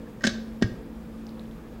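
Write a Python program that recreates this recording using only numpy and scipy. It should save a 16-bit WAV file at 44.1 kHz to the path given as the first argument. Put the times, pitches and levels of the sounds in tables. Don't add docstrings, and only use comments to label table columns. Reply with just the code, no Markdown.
import sys
import numpy as np
from scipy import signal
from scipy.io import wavfile

SR = 44100
rng = np.random.default_rng(int(sys.argv[2]) if len(sys.argv) > 2 else 0)


def generate_wav(signal):
    frames = np.transpose(np.atleast_2d(signal))
    scaled = np.clip(frames, -1, 1) * 32767
    pcm = np.round(scaled).astype(np.int16)
    wavfile.write(sys.argv[1], SR, pcm)


def gain_from_db(level_db):
    decades = np.asarray(level_db, float) / 20
    return 10 ** decades


N = 79380

# multiple of turning rate, level/dB rms, width/Hz
MOTOR_MULTIPLES = [(1, -52, 6.6), (3, -52.5, 18), (5, -52.5, 15), (6, -55, 10.3), (8, -55.5, 18),
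                   (9, -53.5, 24)]
# t/s, level/dB rms
BLADE_LEVEL = [(0, -45.5), (.17, -43.5), (.33, -36.5), (.38, -33), (.58, -43.5), (.78, -49), (.98, -38.5),
               (1.04, -41), (1.29, -40), (1.53, -42), (1.6, -52), (1.65, -47.5), (1.8, -42)]
# f/Hz, level/dB rms
ELECTRIC_TONES = [(120, -55), (15734, -86)]
# f/Hz, density/dB per Hz
AIR_SPECTRUM = [(15, 5), (30, -11), (55, 10.5), (80, -18.5), (200, -0.5), (500, -14.5), (650, -14.5),
                (1500, -22), (4700, -36.5), (8000, -41), (16000, -41)]
# t/s, peak level/dB, f/Hz, t60/s of each of two resonances
GLASS_TICKS = [(0.071, -47.5, 1700, 0.015), (1.2676, -37, 5100, 0.0012), (1.288, -51, 4050, .003),
               (1.2923, -40.5, 4350, 0.0019), (1.3048, -59, 4900, .003), (1.3952, -37.5, 3900, 0.0025),
               (1.455, -51, 3200, 0.0033), (1.5124, -45, 3500, 0.0018)]
# f/Hz, t60/s
ROOM_DECAY = [(300, 1), (1700, 0.4), (5000, 0.49), (9000, 0.26)]
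# f/Hz, relative level/dB, t60/s
LID_MODES = [(206.6, -12.5, 0.3), (220, 4, 0.088), (354.4, -12, 0.13), (558.3, -7.5, .09),
             (624, -13.5, 0.07), (690, -37, 0.24), (1157, -7.5, 0.048), (1539, 1, 0.032), (1642, 1, 0.043),
             (1700, 4.5, 0.013), (1757, -8.5, .07), (1877, -9, 0.1), (2223, -13, 0.12), (2750, -34, 0.039),
             (3039, -9, 0.056), (3500, -12.5, 0.0083), (3930, -11, 0.094), (4380, -8.5, 0.021),
             (4760, -11, 0.019), (5156, -9.5, 0.038), (5700, -29, 0.012), (6410, -7, 0.013),
             (7670, -42, 0.074), (8100, -36, .02)]
LID_ZONES_HZ = [250, 600, 1600, 5000]
# t/s, relative level/dB in each of the four zones, rattle time constant/s
SNAP_CONTACTS = [(.207, -60, -38, -45, -55, 0.0032), (.219, -53, -62, -42, -47.5, 0.0046),
                 (.2358, -30.5, -20, -33, -34, 0.0021), (.2392, -23.5, -24, -19, -22.5, 0.0016),
                 (.2470, -16.5, -16.5, -22.5, -24.5, 0.0067), (.2678, -31, -67, -52, -15.5, 0.0014),
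                 (.2705, -13.5, -10, -20, -18.5, 0.003696), (.2915, -26, -50, -35, -34.5, 0.0077)]
KNOCK_CONTACTS = [(.6145, -22.5, -41, -37, -49, 0.0026), (.6222, -8, -15.5, -21.5, -24, 0.0034),
                  (.6275, -27.5, -53, -27.5, -36.5, 0.0043)]
# t/s, relative level/dB
BENCH_PUSHES = [(0.277, -25), (0.322, -32), (.6420, -10.5), (0.717, -25)]
# f/Hz, relative level/dB, t60/s
BENCH_MODES = [(52.3, -32, 0.58), (114, -5.5, 0.13), (190, -13, 0.17)]

MOTOR_HZ, BLADE_MULTIPLE = 55.78, 4
BLADE_ROUGH_DB, BLADE_WIDTH_HZ = -11.5, 2.7
AIR_RMS_DB, AIR_FLICKER_DB, AIR_FLICKER_HZ = -44, 1.0, 14
ROOM_SNAP_DB, ROOM_KNOCK_DB, ROOM_RISE_S, ROOM_LOW_CUT_HZ = -12.5, -12.5, 0.0027, 387
GRAINS_PER_S, RATTLE_LOW_CUT_HZ, MODE_SPREAD_DB = 4700, 1200, 3.5
CLICK_SHARE = 0.62
LID_PUSH_S, PUSHED_BELOW_HZ, BENCH_PUSH_S = 0.0012, 750, 0.0013
CRACK_DB, EDGE_DB = 9, -13
CRACK_LOW_CUT_HZ, LID_LOW_CUT_HZ, LID_TOP_HZ = 1860, 259, 8300
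CRACK_FULL_TOP_HZ, EDGE_FULL_TOP_HZ = 6940, 19000
FREE_RING, FREE_BRIGHT = 0.76, 0.95
HELD_RING, HELD_BRIGHT = 0.36, 0.86
TOP_CUT_HZ = 15850


def butter(x, order, hz, kind="low"):
    return signal.sosfilt(signal.butter(order, hz, kind, fs=SR, output="sos"), x)


def rms_one(x):
    return x / np.sqrt(np.mean(x ** 2) + 1e-20)


def ring(drive, hz, t60_s):
    r = gain_from_db(-60 / (t60_s * SR))
    w = 2 * np.pi * hz / SR
    return signal.lfilter([0, np.sin(w)], [1, -2 * r * np.cos(w), r * r], drive + 1e-18)


def narrow(hz, width_hz):
    t60_s = np.log(1000) / (np.pi * width_hz)
    return rms_one(ring(rng.standard_normal(N + SR), hz, t60_s)[SR:])


def drift(rate_hz):
    r = np.exp(-2 * np.pi * rate_hz * 40 / SR)
    noise = rng.standard_normal(N // 40 + 2002)
    slow = signal.lfilter([1], [1, -2 * r, r * r], noise)[2000:]
    return np.interp(np.arange(N) / 40, np.arange(len(slow)), rms_one(slow - slow.mean()))


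def bump(length_s):
    phase = np.minimum(np.arange(600) / SR / length_s, 1)
    push = np.sin(np.pi * phase) ** 2
    return push / push.sum()


def half_octaves(white, edges_hz):
    for k, (low, high) in enumerate(zip(edges_hz, edges_hz[1:])):
        yield np.sqrt(low * high), butter(white[k % 2], 2, [low, high], "band")


def motor():
    t = np.arange(N) / SR
    out = sum(gain_from_db(db) * narrow(k * MOTOR_HZ, width_hz) for k, db, width_hz in MOTOR_MULTIPLES)
    blade_hz = BLADE_MULTIPLE * MOTOR_HZ
    blade = np.sqrt(2) * np.sin(2 * np.pi * blade_hz * t)
    blade += gain_from_db(BLADE_ROUGH_DB) * narrow(blade_hz, BLADE_WIDTH_HZ)
    out += gain_from_db(np.interp(t, *np.transpose(BLADE_LEVEL))) * blade
    for hz, db in ELECTRIC_TONES:
        out += gain_from_db(db) * np.sqrt(2) * np.sin(2 * np.pi * hz * t)
    return out


def air():
    out = 0
    white = rng.standard_normal((2, N + 8000))
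    hz_pts, db_pts = np.transpose(AIR_SPECTRUM)
    for hz, band in half_octaves(white, 20 * 2 ** np.arange(0, 10.1, 0.5)):
        db = np.interp(np.log(hz), np.log(hz_pts), db_pts)
        out = out + band[8000:] * gain_from_db(db + AIR_FLICKER_DB * drift(AIR_FLICKER_HZ))
    return gain_from_db(AIR_RMS_DB) * rms_one(out)


def tubes():
    out = np.zeros(N)
    for s, db, hz, t60_s in GLASS_TICKS:
        i = int(s * SR)
        tick = ring(ring(np.arange(4000) == 0, hz, t60_s), hz, t60_s)
        out[i:i + 4000] += gain_from_db(db) * tick / np.abs(tick).max()
    return out


def room(x):
    t = np.arange(SR) / SR
    response = 0
    hz_pts, t60_pts = np.transpose(ROOM_DECAY)
    white = rng.standard_normal((2, SR))
    for hz, band in half_octaves(white, 250 * 2 ** np.arange(0, 6.1, 0.5)):
        t60_s = np.interp(np.log(hz), np.log(hz_pts), t60_pts)
        response = response + gain_from_db(-60 * t / t60_s) * band
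    response = response * (1 - np.exp(-t / ROOM_RISE_S))
    response /= np.sqrt(np.sum(response ** 2))
    wet = signal.fftconvolve(x, response)[:N]
    return butter(wet, 1, ROOM_LOW_CUT_HZ, "high")


def rattle(shape, length_s):
    hits = rng.random(len(shape)) < GRAINS_PER_S / SR
    grains = hits * rng.standard_normal(len(shape)) * shape
    grains /= np.sqrt(np.sum(grains ** 2))
    grains[int(length_s * SR / 3)] += CLICK_SHARE
    return butter(grains, 2, RATTLE_LOW_CUT_HZ, "high")


def lid(contacts, ring_share, bright):
    t = np.arange(3000) / SR
    out = np.zeros(N)
    for s, *zones_db, length_s in contacts:
        i = int(s * SR)
        shape = np.sqrt(t / length_s + 0.036) * np.exp(-t / length_s)
        grains = rattle(shape, length_s)
        body = np.zeros(N - i)
        for k, (hz, mode_db, t60_s) in enumerate(LID_MODES):
            drive = bump(LID_PUSH_S) if hz < PUSHED_BELOW_HZ else grains * (-1) ** k
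            drive = np.pad(drive, (0, N - i - len(drive)))
            zone_db = np.interp(np.log(hz), np.log(LID_ZONES_HZ), zones_db)
            db = mode_db + zone_db + MODE_SPREAD_DB * rng.standard_normal()
            body += gain_from_db(db) * ring(drive, hz, t60_s * ring_share)
        noise = shape * rng.standard_normal(len(t))
        crack = butter(noise, 2, CRACK_LOW_CUT_HZ, "high")
        crack = butter(crack, 4, CRACK_FULL_TOP_HZ * bright)
        body[:len(t)] += gain_from_db(zones_db[-1] + CRACK_DB) * crack
        out[i:] += butter(body, 3, LID_TOP_HZ)
        edge = butter(noise * shape, 2, EDGE_FULL_TOP_HZ * bright)
        out[i:i + len(t)] += gain_from_db(zones_db[-1] + EDGE_DB) * edge
    return butter(out, 2, LID_LOW_CUT_HZ, "high")


def bench():
    pushes = np.zeros(N)
    for s, db in BENCH_PUSHES:
        i = int(s * SR)
        pushes[i:i + 600] += gain_from_db(db) * bump(BENCH_PUSH_S)
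    return sum(gain_from_db(db) * ring(pushes, hz, t60_s) for hz, db, t60_s in BENCH_MODES)


def scene():
    snaps = lid(SNAP_CONTACTS, FREE_RING, FREE_BRIGHT) + tubes()
    knock = lid(KNOCK_CONTACTS, HELD_RING, HELD_BRIGHT)
    wet = room(gain_from_db(ROOM_SNAP_DB) * snaps + gain_from_db(ROOM_KNOCK_DB) * knock)
    mix = motor() + air() + snaps + knock + bench() + wet
    return mix[None]


def band_limit(x):
    return signal.sosfilt(signal.butter(12, 16430, fs=SR, output="sos"), x)


def record(dry):
    top_cut = signal.ellip(10, 1, 50, TOP_CUT_HZ, fs=SR, output="sos")
    return band_limit(signal.sosfilt(top_cut, dry))


dry = scene()
out = record(dry)
generate_wav(out)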